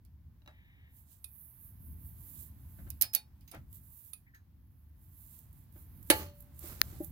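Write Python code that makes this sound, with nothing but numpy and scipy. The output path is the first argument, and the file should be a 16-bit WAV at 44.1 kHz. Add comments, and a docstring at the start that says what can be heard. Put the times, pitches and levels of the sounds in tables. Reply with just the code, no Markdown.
"""A click-type torque wrench tightens a wheel nut and gives way with a loud clack that rings the wheel.
Before that, the socket scrapes and squeaks and the steel ratchet clinks as the handle is turned and
reset. A sleeve rustles close to a hand-held phone, with a few dull knocks and one dry snap near the end.
It all happens outdoors, over a low rumble and far traffic."""
import sys
import numpy as np
from scipy import signal
from scipy.fft import rfft, irfft, next_fast_len
from scipy.io import wavfile

SR = 44100
rng = np.random.default_rng(int(sys.argv[2]) if len(sys.argv) > 2 else 0)


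def wrap_up_sound(samples):
    """Save the sound to the file named by the first command line argument, as 16-bit audio."""
    columns = np.atleast_2d(samples).T
    # keep every value between -1 and 1, then stretch to whole-number steps
    tamed = np.clip(columns, -1, 1)
    steps = np.round(tamed * 32767).astype(np.int16)
    wavfile.write(sys.argv[1], SR, steps)


N = 313683
T = np.arange(N) / SR
RING_TIME = T[:3 * SR // 5]  # time for each blow to die away
STEEL_PEAKS_DB, PEAK_GAP_HZ = 5, 71.03  # how uneven the many tones of struck steel are, and their spacing


# the wrench gives way and bounces (t/s, level/dB)
CLACK_HITS = [(6.101, 0.5), (6.1036, -10.5), (6.104, -15), (6.1089, -11.5), (6.112, -9.5), (6.1218, -22.5),
              (6.134, -27.5)]
# tone colour of the clack: how strong it is from low to high (f/Hz, level/dB)
CLACK_COLOUR = [(120, -23), (230, -17.5), (330, -1), (450, -11.5), (600, -8.5), (1000, -7), (1300, -10.5),
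                (1750, -1.5), (2500, -1.5), (3400, -7), (4300, -2), (5000, -10), (8600, -6.5), (10200, 5.5),
                (11800, 1.5), (13000, -9), (16000, -7)]
# tone colour of the clack's tail (f/Hz, level/dB)
TAIL_COLOUR = [(150, -12.5), (320, -1), (850, 3), (1300, -7), (1900, -2), (3000, -3.5), (3400, -11.5),
               (4300, -3.5), (5000, -12.5), (10500, -7.5), (16000, -16)]
# tone colour of the hub's faint after-ring (f/Hz, level/dB)
HUB_COLOUR = [(2500, -27), (2900, -7.5), (3400, -17.5), (4000, -3.5), (4450, 1.5), (5000, -19.5),
              (8000, -33.5)]
# tones of the struck wheel; decay is the time to fade by 60 dB (f/Hz, level/dB, decay/s)
WHEEL_TONES = [(314, -17, 0.38), (387, -20, 0.44), (507, -8, 0.2), (581, -20, 0.77), (586, -22.5, 0.37),
               (567.5, 5, 0.077), (657, -1, 0.11), (750, -16.5, 0.2), (866, -5, 0.28), (1190, -19, 0.33),
               (1720, -3, 0.18), (2180, -6, 0.088), (2880, -17.5, 0.38), (3010, -12, 0.2),
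               (3830, -7.5, 0.1), (4120, -9, .12), (4350, -11, .14), (4480, -5.5, 0.1)]
# tones of a dull thud, also heard in the knocks (f/Hz, level/dB, decay/s)
THUD_TONES = [(309.4, -1, 0.065), (333, -1, 0.07), (594, -10, 0.088), (800, -24, 0.14)]
def wrench_clack():
    """Once the nut is tight, a lever slams into the wrench's tube and chatters; the jolt rings the wheel."""
    out = np.zeros((2, N))
    for s, db in CLACK_HITS:
        contact = undb(-5.5) * burst(CLACK_COLOUR, t60=0.0089, rise=0.00013)
        crack = undb(-8) * burst(CLACK_COLOUR, t60=0.034, rise=0.00025)
        add(out, s, undb(db) * (contact + crack))
    wheel = undb(-23.5) * ring(WHEEL_TONES, rise=0.0038)
    tail = undb(-21.5) * burst(TAIL_COLOUR, t60=0.16, rise=0.0063, peaky_db=STEEL_PEAKS_DB)
    hub = undb(-47) * burst(HUB_COLOUR, t60=0.45, peaky_db=5.5)
    thud = undb(-14) * ring(THUD_TONES, rise=0.0076)
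    add(out, CLACK_HITS[0][0], wheel + tail + hub + thud)
    return out


# steel clinks; the last four columns add to the level (t/s, level/dB, body/dB, pawl/dB, socket/dB, nut/dB)
RATCHET_CLINKS = [(0.0499, -52.5, 4, -35, -47, -32), (2.903, -27, -7.5, -21.5, -50.5, -42.5),
                  (3.0117, -17, -0.5, -32, -40.5, -24.5), (3.0214, -8, -4.5, -19.5, -28, -25),
                  (3.1366, -24, 4, -19.5, -37.5, -29), (3.149, -8.5, -5.5, -19.5, -22, -38),
                  (3.409, -55, 11, -15, -35, -35), (3.514, -39, 7, -8.5, -42, -45)]
# loose parts bounce, too briefly to ring (t/s, level/dB)
BOUNCES = [(3.0132, -17.5), (3.0146, -20), (3.0165, -19.5), (3.0305, -25.5), (3.1335, -34), (3.1538, -20.5),
           (3.161, -24.5), (3.517, -38), (3.548, -46)]
# light touches that ring the tool (t/s, level/dB)
TOUCHES = [(3.477, -56), (4.346, -61.5)]
# tone colour of a clink's bright crack (f/Hz, level/dB)
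BRIGHT_COLOUR = [(2000, -41), (5000, -11), (8500, -12), (10000, -11.5), (11800, 4), (13200, -6.5),
                 (15000, 1), (17000, -19)]
# tone colour of a clink's duller body (f/Hz, level/dB)
BODY_COLOUR = [(300, -20.5), (800, -12), (1300, -17), (2200, 1), (3500, -4), (5000, 1.5), (7000, -8),
               (11000, -2.5), (16000, 0.5)]
# tones of the pawl, the small catch that grips the ratchet's teeth (f/Hz, level/dB, decay/s)
PAWL_TONES = [(1270, -28.5, .09), (2474, -24.5, 0.17), (2563, -22.5, .12), (9740, -6, 0.14),
              (9840, 1, 0.053), (10560, 0, 0.037), (11750, -10.5, 0.063)]
# tones of the socket, the cup that fits over the nut (f/Hz, level/dB, decay/s)
SOCKET_TONES = [(860, -21.5, 0.27), (2440, -12, 0.11), (3300, -17.5, 0.11), (3790, -6.5, 0.11),
                (3810, -16.5, .16), (4440, 0, 0.13)]
# tones of the wheel nut (f/Hz, level/dB, decay/s)
NUT_TONES = [(5082, -13, 0.38), (5238, -5, 0.09), (5300, -6.5, .08)]
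# tones of the whole tool (f/Hz, level/dB, decay/s)
TOOL_TONES = [(3940, -16, 0.27), (6510, -2.5, 0.15), (9500, -11, 0.088), (13600, 6, 0.11)]
def ratchet():
    """Steel hits steel and bounces: a bright crack, a duller body, and pawl, socket and nut ringing."""
    out = np.zeros((2, N))
    for s, db, body_db, pawl_db, socket_db, nut_db in RATCHET_CLINKS:
        contact = undb(4.5) * burst(BRIGHT_COLOUR, t60=0.0063, rise=0.0003)
        crack = undb(-3) * burst(BRIGHT_COLOUR, t60=0.02, rise=0.00042)
        crack += undb(-19) * burst(BRIGHT_COLOUR, t60=0.088, peaky_db=STEEL_PEAKS_DB)
        body = undb(-17) * burst(BODY_COLOUR, t60=0.016)
        body += undb(-18.5) * burst(BODY_COLOUR, t60=0.14, rise=0.0041, peaky_db=STEEL_PEAKS_DB)
        pawl = undb(pawl_db) * ring(PAWL_TONES)
        socket = undb(socket_db) * ring(SOCKET_TONES, rise=0.014)
        nut = undb(nut_db) * ring(NUT_TONES)
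        add(out, s, undb(db) * (contact + crack + undb(body_db) * body + pawl + socket + nut))
    for s, db in BOUNCES:
        contact = undb(3.5) * burst(BRIGHT_COLOUR, t60=0.008)
        body = undb(-17) * burst(BODY_COLOUR, t60=0.03)
        add(out, s, undb(db) * (contact + body))
    for s, db in TOUCHES:
        add(out, s, undb(db) * (ring(TOOL_TONES) + burst(BODY_COLOUR, t60=0.16)))
    return out


# single ratchet clicks; the last two columns add to the level (t/s, level/dB, ring/dB, body/dB)
TOOTH_CLICKS = [(1.2423, -40.5, 1, -10), (4.1326, -41.5, 5, -6.5)]
# tone colour of the pawl's crack (f/Hz, level/dB)
PAWL_COLOUR = [(1000, -33), (2400, -21.5), (3700, -7), (4600, -12), (5600, -15), (8300, -13), (9300, 0),
               (10600, 3), (12300, 2.5), (13000, -9), (16000, -13)]
def pawl_clicks():
    """The pawl drops over one tooth and rings."""
    out = np.zeros((2, N))
    for s, db, ring_db, body_db in TOOTH_CLICKS:
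        crack = undb(7.5) * burst(PAWL_COLOUR, t60=0.03, rise=0.00046)
        tail = undb(-8.5) * burst(PAWL_COLOUR, t60=0.16, peaky_db=STEEL_PEAKS_DB)
        pawl = undb(ring_db) * ring(PAWL_TONES)
        body = undb(body_db) * burst(BODY_COLOUR, t60=0.02)
        add(out, s, undb(db) * (crack + tail + pawl + body))
    return out


# the socket taps the nut (t/s, level/dB)
SOCKET_TAPS = [(0.419, -69), (0.4605, -60), (0.4758, -51)]
# tones of each tap (f/Hz, level/dB, decay/s)
PING_TONES = [(603, -8.5, 0.18), (870, -14.5, 0.32), (2780, 1, 0.034), (3860, -6, 0.1), (3950, 1, .02),
              (5950, -5, .022)]
# tone colour of a gritty scrape, also heard in the knocks (f/Hz, level/dB)
GRIT_COLOUR = [(150, -0.5), (350, -6.5), (700, 6.5), (1050, -3.5), (1600, 2), (2300, -7), (3000, -12),
               (6000, -18.5), (15000, -27.5)]
def socket_taps():
    """The socket settles on the nut with short pings."""
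    out = np.zeros((2, N))
    for s, db in SOCKET_TAPS:
        ping = undb(-1.5) * ring(PING_TONES)
        grit = undb(1.5) * burst(GRIT_COLOUR, t60=0.025)
        body = undb(-3) * burst(BODY_COLOUR, t60=0.02)
        add(out, s, undb(db) * (ping + grit + body))
    return out


# the socket scrapes round as the nut starts to turn (t/s, length/s, level/dB)
SOCKET_SCRAPES = [(0.489, 0.39, -70)]
# rough tones of the scrape (f/Hz, width/Hz, level/dB)
SCRAPE_TONES = [(1900, 450, 4), (2230, 510, 3.5), (3000, 980, -2.5), (3750, 550, -7)]
def socket_scrape(sag_per_s=0.08):
    """Rubbing keeps a few rough tones of the socket sounding; they sink a little as the turn slows."""
    out = np.zeros((2, N))
    for s, length, level_db in SOCKET_SCRAPES:
        slowing_time = np.cumsum(np.exp(-sag_per_s * np.maximum(T - s, 0))) / SR
        tones = np.zeros(N)
        for hz, width, db in SCRAPE_TONES:
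            phase = 2 * np.pi * hz * slowing_time
            tones += undb(db) * (wander(width) * np.cos(phase) + wander(width) * np.sin(phase))
        out += undb(level_db) * held(s, length, rise=0.022, t60=0.47) * tones / 2
    return out


# short dry squeaks, each with its starting pitch (t/s, f/Hz, level/dB)
SOCKET_SQUEAKS = [(4.262, 2050, -51.5), (4.335, 1866, -45.5)]
def socket_squeaks(fall_per_s=1.5, roughness=0.11):
    """Steel sticks and slips for a moment: a rough note that falls as the slip slows."""
    out = np.zeros((2, N))
    shape = fade(t60=0.13, rise=0.019)
    t = T[:len(shape)]
    for s, hz, db in SOCKET_SQUEAKS:
        jitter = 1 + roughness * wander(900)[:len(t)]
        pitch = hz * np.exp(-fall_per_s * t) * jitter
        note = undb(db) * shape * np.sin(2 * np.pi * np.cumsum(pitch) / SR)
        add(out, s, np.array([note, note]))
    return out


# dull knocks, with a level for each of their two parts (t/s, thud/dB, grit/dB)
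DULL_KNOCKS = [(0.476, -53.5, -53.5), (2.783, -56, -57), (2.865, -48, -57.5), (3.025, -49, -47),
               (3.155, -52.5, -52), (3.518, -63, -55.5), (3.536, -49, -44.5), (3.543, -45, -51),
               (3.562, -47, -65.5), (5.756, -48.5, -61.5), (6.638, -37.5, -71), (6.816, -48, -56),
               (6.924, -46, -60), (7.0029, -23.5, -60)]
def knocks():
    """The load shifts: soft, low bumps with a short gritty scrape."""
    out = np.zeros((2, N))
    for s, thud_db, grit_db in DULL_KNOCKS:
        thud = undb(thud_db) * ring(THUD_TONES, rise=0.008)
        grit = undb(grit_db) * burst(GRIT_COLOUR, t60=0.15, rise=0.0057, peaky_db=3)
        add(out, s, thud + grit)
    return out


# tone colour of the snap at the left microphone (f/Hz, level/dB)
SNAP_LEFT_COLOUR = [(200, -9), (800, -1), (1300, 12), (1800, 18.5), (2400, 12.5), (3200, 4), (4200, 17),
                    (5400, 13.5), (6500, 5.5), (7900, -22), (9500, -0.5), (13000, -9), (15500, 1)]
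# tone colour of the snap at the right microphone (f/Hz, level/dB)
SNAP_RIGHT_COLOUR = [(300, 3), (1000, -12), (2000, -15), (3900, -4), (5500, -14), (9500, -13), (10800, 1.5),
                     (11900, 14), (13400, 4), (15300, 15), (16500, -0.5)]
def snap(start_s=6.8159, left_delay_s=0.00024):
    """One very short, dry tick right at the phone: full on the left, thin and bright on the right."""
    out = np.zeros((2, N))
    left_only, right_only = np.array([[1], [0]]), np.array([[0], [1]])
    add(out, start_s + left_delay_s, undb(-0.5) * tick(SNAP_LEFT_COLOUR) * left_only)
    add(out, start_s, undb(1.2) * tick(SNAP_RIGHT_COLOUR) * right_only)
    return out


# one stroke for each move of the arm, timed at its middle (t/s, length/s, level/dB, pressure/0-1)
SLEEVE_STROKES = [(0.984, .11, -56.5, 0.65), (1.127, 0.12, -58.5, 0.89), (1.419, 0.3, -50.5, 0.06),
                  (1.644, 0.17, -51, 0.32), (1.882, 0.23, -55, 0.1), (2.063, .15, -50, 0.33),
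                  (2.292, 0.28, -49.5, 0.58), (2.408, 0.14, -46.5, 0.68), (2.795, 0.58, -58.5, 0.59),
                  (3.525, 0.31, -69.5, 0.66), (3.757, 0.084, -50.5, 0.68), (3.971, 0.32, -53, 0.58),
                  (4.074, 0.11, -54.5, 0.65), (4.8, 0.5, -73.5, .3), (5.037, .13, -64.5, 0.64),
                  (5.227, 0.27, -55, 0.59), (5.345, 0.23, -54.5, 0.76), (5.587, 0.17, -62, 0.68),
                  (5.797, 0.13, -55, 0.61), (5.999, 0.36, -60, 0.24), (6.166, 0.15, -40.5, 0.69),
                  (6.404, 0.16, -60, 0.63), (6.679, 0.17, -44.5, 0.78), (6.89, 0.46, -55, 0.82),
                  (7.046, 0.088, -45.5, 0.53)]
# hard rubbing as the arm gives way and comes back (t/s, length/s, level/dB)
SLEEVE_SCUFFS = [(6.11, .11, -45.5), (6.603, .12, -52), (6.744, 0.23, -61.5)]
# small snags of the cloth (t/s, level/dB)
SLEEVE_SNAGS = [(3.728, -42.5), (5.389, -42), (5.529, -51), (5.724, -54), (6.028, -42.5), (6.405, -41),
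                (6.423, -45.5), (6.5915, -35.5), (7.045, -33.5)]
# tone colour of lightly sliding cloth (f/Hz, level/dB)
HISS_COLOUR = [(5000, -45.5), (8500, -18), (10200, -5), (12000, 0.5), (15200, 1.5), (16000, -9),
               (17000, -33)]
# tone colour of pressed cloth (f/Hz, level/dB)
SWISH_COLOUR = [(2000, -18), (4000, -10.5), (5500, -11), (7500, 1), (10000, -0.5), (13000, -13),
                (16000, -19.5)]
# tone colour of hard rubbing (f/Hz, level/dB)
RUB_COLOUR = [(120, 6.5), (300, 4.5), (600, -1), (900, -5), (1200, 0.5), (1500, -5), (2200, -5.5),
              (3200, -10.5), (4300, -8), (6500, -6.5), (12000, -26.5)]
def sleeve(resting_db=-81.5, light_touch_db=-32.5):
    """Sliding cloth makes a grainy hiss, swishes lower when pressed, scuffs, and snags now and then."""
    grain = undb(0.51 * wander(40) + 1.9 * wander(1100))
    hiss_power, swish_power = undb(resting_db) ** 2, 0
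    for middle, length, db, pressure in SLEEVE_STROKES:
        stroke = undb(db) * swell(middle, length)
        swish_share = undb(light_touch_db * (1 - np.clip(pressure, 0, 1)))
        hiss_power += stroke ** 2
        swish_power += (stroke * swish_share) ** 2
    scuffs = sum(undb(db) * held(s, length, rise=0.042, t60=0.26) for s, length, db in SLEEVE_SCUFFS)
    hiss = np.sqrt(hiss_power) * noise(HISS_COLOUR, N)
    swish = undb(-1.5) * np.sqrt(swish_power) * noise(SWISH_COLOUR, N)
    out = grain * (hiss + swish + scuffs * noise(RUB_COLOUR, N))
    for s, db in SLEEVE_SNAGS:
        high = burst(HISS_COLOUR, t60=0.025, rise=0.00047)
        low = undb(-10.5) * burst(SWISH_COLOUR, t60=0.015, rise=0.00055)
        add(out, s, undb(db) * (high + low))
    return out


# loudness of the low rumble over time (t/s, level/dB)
RUMBLE_LOUDNESS = [(0.0, -57.5), (1.54, -60.5), (1.86, -48), (2.16, -51), (2.77, -51.5), (2.85, -45.5),
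                   (3.19, -61.5), (3.42, -54), (3.54, -60.5), (3.57, -48), (4.0, -62), (5.94, -52.5),
                   (6.0, -46), (6.08, -52.5), (6.1, -43.5), (6.36, -53.5), (7.11, -44.5)]
# tone colour of the rumble (f/Hz, level/dB)
RUMBLE_COLOUR = [(20, -25), (54, -5), (75, 0), (130, -9.5), (195, -17), (295, -23), (386, -38), (600, -48),
                 (780, -76), (1320, -120)]
# loudness of the far traffic over time (t/s, level/dB)
TRAFFIC_LOUDNESS = [(0, -78.5), (1.3, -75.5), (2.0, -71), (2.8, -70), (3.4, -74), (4.7, -78), (6.0, -70),
                    (7.11, -67.5)]
# tone colour of the traffic (f/Hz, level/dB)
TRAFFIC_COLOUR = [(200, -1), (550, -5.5), (950, -0.5), (1300, -6.5), (1700, -5.5), (2500, -11),
                  (5000, -14.5), (9000, -22), (16000, -8.5)]
def outdoors():
    """A low unsteady rumble under the thin wash of far traffic."""
    rumble_db = np.interp(T, *np.transpose(RUMBLE_LOUDNESS)) + wander(11)
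    traffic_db = np.interp(T, *np.transpose(TRAFFIC_LOUDNESS)) + 0.52 * wander(4.4)
    rumble = undb(rumble_db) * noise(RUMBLE_COLOUR, N)
    traffic = undb(traffic_db) * noise(TRAFFIC_COLOUR, N, apart_hz=800)
    return rumble + traffic


def undb(db):
    """Turn decibels into a number to multiply a sound by."""
    return 10 ** (np.asarray(db) / 20)


def colour(points, size):
    """Join (f/Hz, level/dB) points into a gain for every frequency of a sound of this size."""
    hz, db = np.transpose(points)
    all_hz = np.arange(size // 2 + 1) * SR / size
    return undb(np.interp(np.log(all_hz + 1), np.log(hz), db))


def noise(points, size, apart_hz=1500, peaky_db=0):
    """Noise of a given colour, with random peaks if asked; left and right part ways above apart_hz."""
    padded = next_fast_len(size, real=True)
    hz = np.arange(padded // 2 + 1) * SR / padded
    mid, side = rfft(rng.standard_normal((2, padded)))
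    peaks = rng.standard_normal(size=1024)
    peaks_db = peaky_db * np.interp(hz / PEAK_GAP_HZ, np.arange(len(peaks)), peaks)
    gain = colour(points, padded) * undb(peaks_db)
    width = np.clip(0.16 + hz / (hz + apart_hz), 0, 1)
    stereo = np.array([mid + width * side, mid - width * side]) / np.hypot(1, width)
    sound = irfft(stereo * gain, padded)
    return sound[:, :size] / sound.std()


def wander(rate):
    """A random drift of about 1 either way, heading for a new value `rate` times a second."""
    values = rng.standard_normal(int(N / SR * rate) + 2)
    return np.interp(T * rate, np.arange(len(values)), values)


def fade(t60, rise):
    """Loudness of a blow: a quick rise, then a fall of 60 dB in t60 seconds."""
    t = RING_TIME[RING_TIME < t60]
    return (1 - np.exp(-t / rise)) * np.exp(-np.log(1000) * t / t60)


def swell(middle, length, edge_db=10.5, curve=1.5):
    """Loudness of a stroke: the cloth speeds up and slows again, edge_db quieter at each end."""
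    from_middle = np.abs(2 * (T - middle) / length)
    return undb(-np.minimum(edge_db * from_middle ** curve, 100))


def held(start, length, rise, t60):
    """Loudness of a rub: it rises, holds, then dies away."""
    t = np.maximum(T - start, 0)
    return (1 - np.exp(-t / rise)) * np.exp(-np.log(1000) * np.maximum(t - length, 0) / t60)


def burst(points, t60, rise=0.00017, peaky_db=0):
    """A puff of noise: countless close tones dying together."""
    shape = fade(t60, rise)
    return noise(points, len(RING_TIME), peaky_db=peaky_db) * np.pad(shape, (0, len(RING_TIME) - len(shape)))


def ring(tones, rise=0.00042, scatter_db=0.0, apart_hz=3000):
    """The fading tones of a struck part; high ones reach the two microphones out of step."""
    out = np.zeros((2, len(RING_TIME)))
    for hz, db, t60 in tones:
        shape = undb(db + scatter_db * rng.standard_normal()) * fade(t60, rise)
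        phase = min(hz / apart_hz, 1) * rng.uniform(-np.pi, np.pi, (2, 1)) / 2
        out[:, :len(shape)] += shape * np.sin(2 * np.pi * hz * RING_TIME[:len(shape)] + phase)
    return out


def tick(points, size=2048):
    """The shortest click that has the given tone colour."""
    cepstrum = irfft(np.log(colour(points, size)))
    # folding the second half onto the first packs the sound at the very start
    cepstrum[1:size // 2] *= 2
    cepstrum[size // 2 + 1:] = 0
    return irfft(np.exp(rfft(cepstrum)))


def add(out, s, sound):
    """Mix a sound in at s seconds."""
    start = int(s * SR)
    out[:, start:start + sound.shape[1]] += sound[:, :N - start]


# dulling at the left microphone, which faces away from the work (f/Hz, level/dB)
LEFT_SHADE = [(100, 0.5), (900, 0), (3800, 1), (5500, -7), (7000, -14.5), (8400, -28.5), (9800, -18),
              (12000, -17), (14500, -7.5), (16000, -11.5)]
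def scene(left_delay_s=0.0002):
    """The work is nearer the right microphone; the left hears it a little later and duller."""
    tool = ratchet() + pawl_clicks() + socket_taps() + socket_scrape() + socket_squeaks() + wrench_clack()
    left, right = tool + knocks() + sleeve()
    size = next_fast_len(N + SR // 10, real=True)
    hz = np.arange(size // 2 + 1) * SR / size
    delay = np.exp(-2j * np.pi * left_delay_s * hz)
    left = irfft(rfft(left, size) * delay * colour(LEFT_SHADE, size), size)[:N]
    return np.array([left, right]) + snap() + outdoors()


def record(dry, bottom_hz=32, top_hz=16200):
    """The phone drops the deepest bass, rounds off the loudest peaks and cuts the highest treble."""
    bass_cut = signal.butter(2, bottom_hz, "high", fs=SR, output="sos")
    treble_cut = signal.ellip(8, 0.2, 70, top_hz, fs=SR, output="sos")
    rounded = 1.296 * np.tanh(signal.sosfilt(bass_cut, dry) / 1.298)
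    return signal.sosfilt(treble_cut, rounded)


dry = scene()
out = record(dry)
wrap_up_sound(out)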